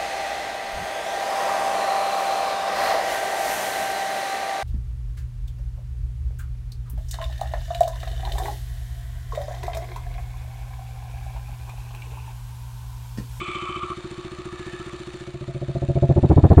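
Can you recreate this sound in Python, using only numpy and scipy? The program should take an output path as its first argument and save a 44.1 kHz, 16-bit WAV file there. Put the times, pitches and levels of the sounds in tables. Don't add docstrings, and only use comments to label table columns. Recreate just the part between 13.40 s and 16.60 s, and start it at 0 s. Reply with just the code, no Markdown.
import sys
import numpy as np
from scipy import signal
from scipy.fft import rfft, irfft
from scipy.io import wavfile

SR = 44100
rng = np.random.default_rng(int(sys.argv[2]) if len(sys.argv) > 2 else 0)


def gain_from_db(level_db):
    decades = np.asarray(level_db, float) / 20
    return 10 ** decades


def store_wav(level_fs):
    pcm = np.round(np.clip(np.atleast_2d(level_fs), -1, 1) * 32767)
    wavfile.write(sys.argv[1], SR, pcm.T.astype(np.int16))


N = 141120


def rms_one(x):
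    return x / np.sqrt(np.mean(x ** 2) + 1e-20)


def in_time(rows):
    s, *columns = np.transpose(rows)
    return [np.interp(np.arange(N) / SR, s, c) for c in columns]


def drift(rate_hz):
    r = np.exp(-2 * np.pi * rate_hz / SR)
    wander = signal.lfilter([1], [1, -2 * r, r * r], rng.standard_normal(N + SR))
    return rms_one(wander[SR:])


def band(low_hz, high_hz):
    sos = signal.butter(3, [low_hz, high_hz], "band", fs=SR, output="sos")
    return rms_one(signal.sosfilt(sos, rng.standard_normal(N)))


def coloured(spectrum):
    hz, db = np.transpose(spectrum)
    grid_hz = np.arange(N // 2 + 1) * SR / N + 1
    gain = gain_from_db(np.interp(np.log(grid_hz), np.log(hz), db))
    return rms_one(irfft(rfft(rng.standard_normal(N)) * gain, N))


def ring(drive, hz, t60_s):
    r = gain_from_db(-60 / (t60_s * SR))
    w = 2 * np.pi * hz / SR
    return signal.lfilter([0, np.sin(w)], [1, -2 * r * np.cos(w), r * r], drive + 1e-18)


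# f/Hz, level/dB [dB per Hz]
RUMBLE_SPECTRUM = [(12, -54), (20, -21), (75, 2.5), (129, -20.5), (190, -6.5), (267, -37.5), (330, 14),
                   (430, -19.5), (730, -120)]
RUMBLE_DB = -59
FRAME_HZ, FRAME_T60_S, FRAME_DB = 71.8, 1, -52.5


def rumble():
    shaken = ring(rng.standard_normal(N), FRAME_HZ, FRAME_T60_S)
    frame = rms_one(ring(shaken, FRAME_HZ, 0.24))
    return gain_from_db(RUMBLE_DB) * coloured(RUMBLE_SPECTRUM) + gain_from_db(FRAME_DB) * frame


# t/s, speed [rpm]
CRANK_SPEED = [(0.0, 1658.8), (0.173, 1729.4), (0.48, 1721.9), (0.595, 1634.9), (0.647, 1772.8),
               (1.185, 1705.1), (1.406, 1856.0), (1.49, 1768.2), (1.615, 1690.6), (1.844, 1819.1),
               (1.91, 1764.1), (2.006, 1751.0), (2.117, 1759.7), (2.396, 1774.0), (2.759, 1734.3),
               (2.774, 1786.2), (3.274, 1711.4)]
FIRST_FIRING_S = .0114


def cycles():
    count = np.cumsum(in_time(CRANK_SPEED)[0]) / 120 / SR
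    return count - count[int(FIRST_FIRING_S * SR)]


TAPS_PER_S, TAP_SPREAD_DB = 1400, 3


def rattle(beat_db, resonances, patchy_db):
    out = np.zeros(N)
    for hz, width_hz, db in resonances:
        sizes = gain_from_db(TAP_SPREAD_DB * np.minimum(rng.exponential(1, N), 4)) * rng.choice([-1, 1], N)
        struck = rng.random(N) < TAPS_PER_S / SR
        taps = sizes * struck * gain_from_db(beat_db + patchy_db * drift(20.2))
        rung = ring(ring(taps, hz, 2.5 / width_hz), hz, 2.4 / width_hz)
        out += gain_from_db(db) * np.sqrt(width_hz) * rms_one(rung)
    return rms_one(out)


# time after firing [share of cycle], extra level/dB, width [share of cycle]
VALVE_CONTACTS = [
    (0.032, 7, 0.028),
    (0.271, 4, 0.15),
    (.47, 8.5, 0.017),
    (0.722, 3, 0.065),
    (0.918, 6.5, 0.06),
]
# t/s, then level/dB of ringing cover, upper cover, side cover, clatter
COVER_NEARNESS = [(0, -32.5, -33.5, -78, -43), (.15, -33, -36.5, -82.5, -42),
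                  (.44, -32.5, -40.5, -75, -45.5), (.47, -33.5, -47.5, -60, -43),
                  (.53, -31, -48, -70, -44.5), (.56, -47, -52, -64, -44), (1.1, -44.5, -60, -54, -44),
                  (1.3, -50.5, -67, -43, -42), (1.5, -45, -67, -54, -43), (1.8, -60, -71, -55, -44),
                  (2.0, -53.5, -70, -69, -48), (3.2, -77, -66.5, -50.5, -47)]
# f/Hz, width [Hz], level/dB
RINGING_MODES = [(1096, 25.4, -4.5), (1164, 95, -1.5), (1222, 60, -2), (1298, 65, -4), (1390, 40, -11.5)]
UPPER_MODES = [(2297, 230, 2), (2425, 100, 0), (2617, 90, -2), (3050, 250, -3), (3434, 240, -7),
               (7780, 390, -20.5)]
SIDE_MODES = [(1700, 27, -1.6), (1776, 89, -0.39)]
CLATTER_MODES = [(1286, 266, -4), (1791, 270, -10), (2260, 60, -1), (2556, 480, -7), (3026, 75, -4.5),
                 (3660, 440, -4.5), (4310, 590, -8.5), (6090, 190, -15), (7210, 470, -13),
                 (8950, 1100, -15.5)]
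# f/Hz, level/dB [dB per Hz]
WASH_SPECTRUM = [(260, -47), (450, -9), (1000, -9), (1230, -9.5), (1490, -9.5), (3740, -16), (5260, -23.5),
                 (7280, -22), (15500, -46)]
WASH_DB, CLATTER_PEAKS_DB, AIR_DB = -2, -5, -40.5
METAL_TOP_HZ = 9660


def valve_gear(count):
    beat_db = 0
    for at, db, width in VALVE_CONTACTS:
        from_contact = (count - at + .5) % 1 - .5
        beat_db = beat_db + db * np.exp(-.5 * (from_contact / width) ** 2)
    ringing_db, upper_db, side_db, clatter_db = in_time(COVER_NEARNESS)

    wash = gain_from_db(WASH_DB) * rms_one(coloured(WASH_SPECTRUM) * gain_from_db(1.07 * beat_db + drift(60)))
    peaks = gain_from_db(CLATTER_PEAKS_DB) * rattle(beat_db, CLATTER_MODES, patchy_db=1.5)
    metal = gain_from_db(clatter_db) * (wash + peaks)
    metal += gain_from_db(ringing_db) * rattle(0.7 * beat_db, RINGING_MODES, patchy_db=3.0)
    metal += gain_from_db(upper_db) * rattle(beat_db, UPPER_MODES, patchy_db=1.5)
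    metal += gain_from_db(side_db) * rattle(beat_db, SIDE_MODES, patchy_db=3.5)

    air = gain_from_db(clatter_db + AIR_DB + 1.2 * beat_db) * band(8700, 16000)
    dulled = signal.sosfilt(signal.butter(4, METAL_TOP_HZ, fs=SR, output="sos"), metal)
    return air + 0.045 * metal + 0.8 * dulled


def puff(clicks, delay_s, width_s):
    lead_s = .004
    t = np.arange(int(.03 * SR)) / SR - lead_s - delay_s
    shape = np.exp(-.5 * (t / width_s) ** 2)
    lead = int(lead_s * SR)
    return signal.fftconvolve(clicks, shape / shape.sum())[lead:lead + N]


VALVE_OPEN_S = .01738


def silencer(fires, level_db, modes, edge_s, spread):
    out = np.zeros(N)
    closings = fires + int(VALVE_OPEN_S * SR)
    for hz, t60_s, opens, closes in modes:
        uneven = 1 + spread * rng.standard_normal((len(fires), 2)).T
        clicks = np.zeros(N + SR)
        clicks[[fires, closings]] = [[opens], [closes]] * gain_from_db(level_db[fires]) * uneven
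        out += ring(clicks[:N], hz, t60_s)
    return puff(out, 0, edge_s)


# f/Hz, t60 [s], level/dB
TAIL_PIPE_MODES = [(570, 0.065, -30), (674.3, 0.17, -34.5)]
OUTFLOW_S = 0.011
BUFFET_RISE_S, BUFFET_FALL_S = .012, 0.014
BUFFET_DB, BUFFET_HZ = -15, 130
POP_DB = -15
FLUTTER_DB, FLUTTER_HZ = -22.5, 850
HISS_DB, HISS_HZ = -68, 9000


def buffeting(fires, jet_db, outlet_db):
    t = np.arange(int(.09 * SR)) / SR
    chance_db = 1.96 * rng.standard_normal(len(fires))
    jet_clicks, outlet_clicks = np.zeros((2, N))
    jet_clicks[fires] = gain_from_db(jet_db[fires] + chance_db)
    outlet_clicks[fires] = gain_from_db(outlet_db[fires] + chance_db)

    gust_shape = (t / BUFFET_RISE_S) ** 2 * np.exp(-t / BUFFET_FALL_S * 2)
    gust = signal.fftconvolve(jet_clicks, gust_shape / gust_shape.max())[:N]
    fade = np.cos(np.pi / 2 * t / t[-1]) ** 2
    outflow_shape = t / OUTFLOW_S * np.exp(1 - t / OUTFLOW_S) * fade
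    outflow = signal.fftconvolve(outlet_clicks, outflow_shape)[:N]

    pipe = np.zeros(N)
    for hz, t60_s, db in TAIL_PIPE_MODES:
        singing = ring(ring(rng.standard_normal(N), hz, t60_s), hz, 0.011)
        pipe += gain_from_db(db) * outflow * rms_one(singing)

    turbulence = gain_from_db(BUFFET_DB) * band(60, BUFFET_HZ)
    turbulence += gain_from_db(POP_DB) * band(176, 382)
    turbulence += gain_from_db(FLUTTER_DB) * band(367, FLUTTER_HZ)
    turbulence += gain_from_db(HISS_DB + jet_db) * band(HISS_HZ, 15500)
    return pipe + gust * turbulence


# t/s, then level/dB of silencer shell, outlet, gas jet
MIC_TRAVEL = [
    (0, 1, -42, -53),
    (1.7, 0, -36.5, -70),
    (1.9, -2, -18.5, -57),
    (2.1, -5.5, -9, -46),
    (2.3, -6, -5, -25.5),
    (2.6, -23.5, 5, -11),
    (2.78, -9, 5.5, -3),
    (2.9, -16, 1.5, 3),
    (3.08, -16, 2, 6),
    (3.2, -21, 6, 11),
]
# f/Hz, t60 [s], strength as the valve opens, as it closes [sign = push or pull]
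SHELL_MODES = [(61.0, 0.122, 0.004, 0.009), (112.0, 0.103, 0.003, 0.003), (134.0, 0.118, -0.01, 0.005),
               (154.0, 0.125, -0.008, 0.001), (200.0, 0.051, -0.031, -0.01), (249.0, 0.147, -0.008, -0.003),
               (310.0, 0.059, 0.021, -0.02), (345.0, 0.195, -0.034, 0.024), (358.0, 0.172, -0.048, -0.025),
               (374.0, 0.25, 0.048, 0.03), (558.0, 0.144, 0.006, 0.006), (673.0, 0.25, -0.018, -0.013)]
OUTLET_MODES = [(61.0, 0.122, 0.043, 0.016), (112.0, 0.103, 0.134, -0.038), (134.0, 0.118, -0.288, 0.091),
                (154.0, 0.125, 0.082, 0.016), (200.0, 0.051, -0.072, -0.024),
                (249.0, 0.147, -0.026, -0.007), (310.0, 0.059, -0.034, 0.009),
                (345.0, 0.195, -0.107, 0.035), (358.0, 0.172, -0.011, -0.044), (374.0, 0.25, 0.098, 0.063),
                (558.0, 0.144, 0.079, -0.008), (673.0, 0.25, -0.146, -0.003)]
JET_MODES = [(61, .08, .355, -.18), (92, .08, -.45, .1), (112, .07, -.5, .3), (134, .055, .33, .33),
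             (200, .05, .03, -.3), (250, .05, -.05, -.35), (310, .05, -.2, -.15)]
FIRING_SPREAD_DB = .8
EDGE_S, JET_EDGE_S = .0005, .0009


def exhaust(count):
    fires = np.flatnonzero(np.diff(np.floor(count)) > 0)
    uneven_db = np.repeat(FIRING_SPREAD_DB * rng.standard_normal(N // 1000 + 1), 1000)[:N]
    shell_db, outlet_db, jet_db = in_time(MIC_TRAVEL)
    shell = silencer(fires, shell_db + uneven_db, SHELL_MODES, EDGE_S, spread=0.025)
    outlet = silencer(fires, outlet_db + uneven_db, OUTLET_MODES, EDGE_S, spread=0.044)
    jet = silencer(fires, jet_db + uneven_db, JET_MODES, JET_EDGE_S, spread=0.2)
    return shell + outlet + jet + buffeting(fires, jet_db, outlet_db)


def scene():
    count = cycles()
    return (rumble() + valve_gear(count) + exhaust(count))[None]


def roll_off(x):
    return signal.sosfilt(signal.butter(12, 15710, fs=SR, output="sos"), x)


CEILING = .78
MIC_LOW_HZ, MIC_HISS_DB = 4, -95


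def record(dry):
    capsule = CEILING * np.tanh(dry / CEILING) + gain_from_db(MIC_HISS_DB) * band(9000, 18000)
    low_cut = signal.butter(1, MIC_LOW_HZ, "high", fs=SR, output="sos")
    mix = signal.sosfilt(low_cut, capsule)
    return roll_off(mix)


dry = scene()
out = record(dry)
store_wav(out)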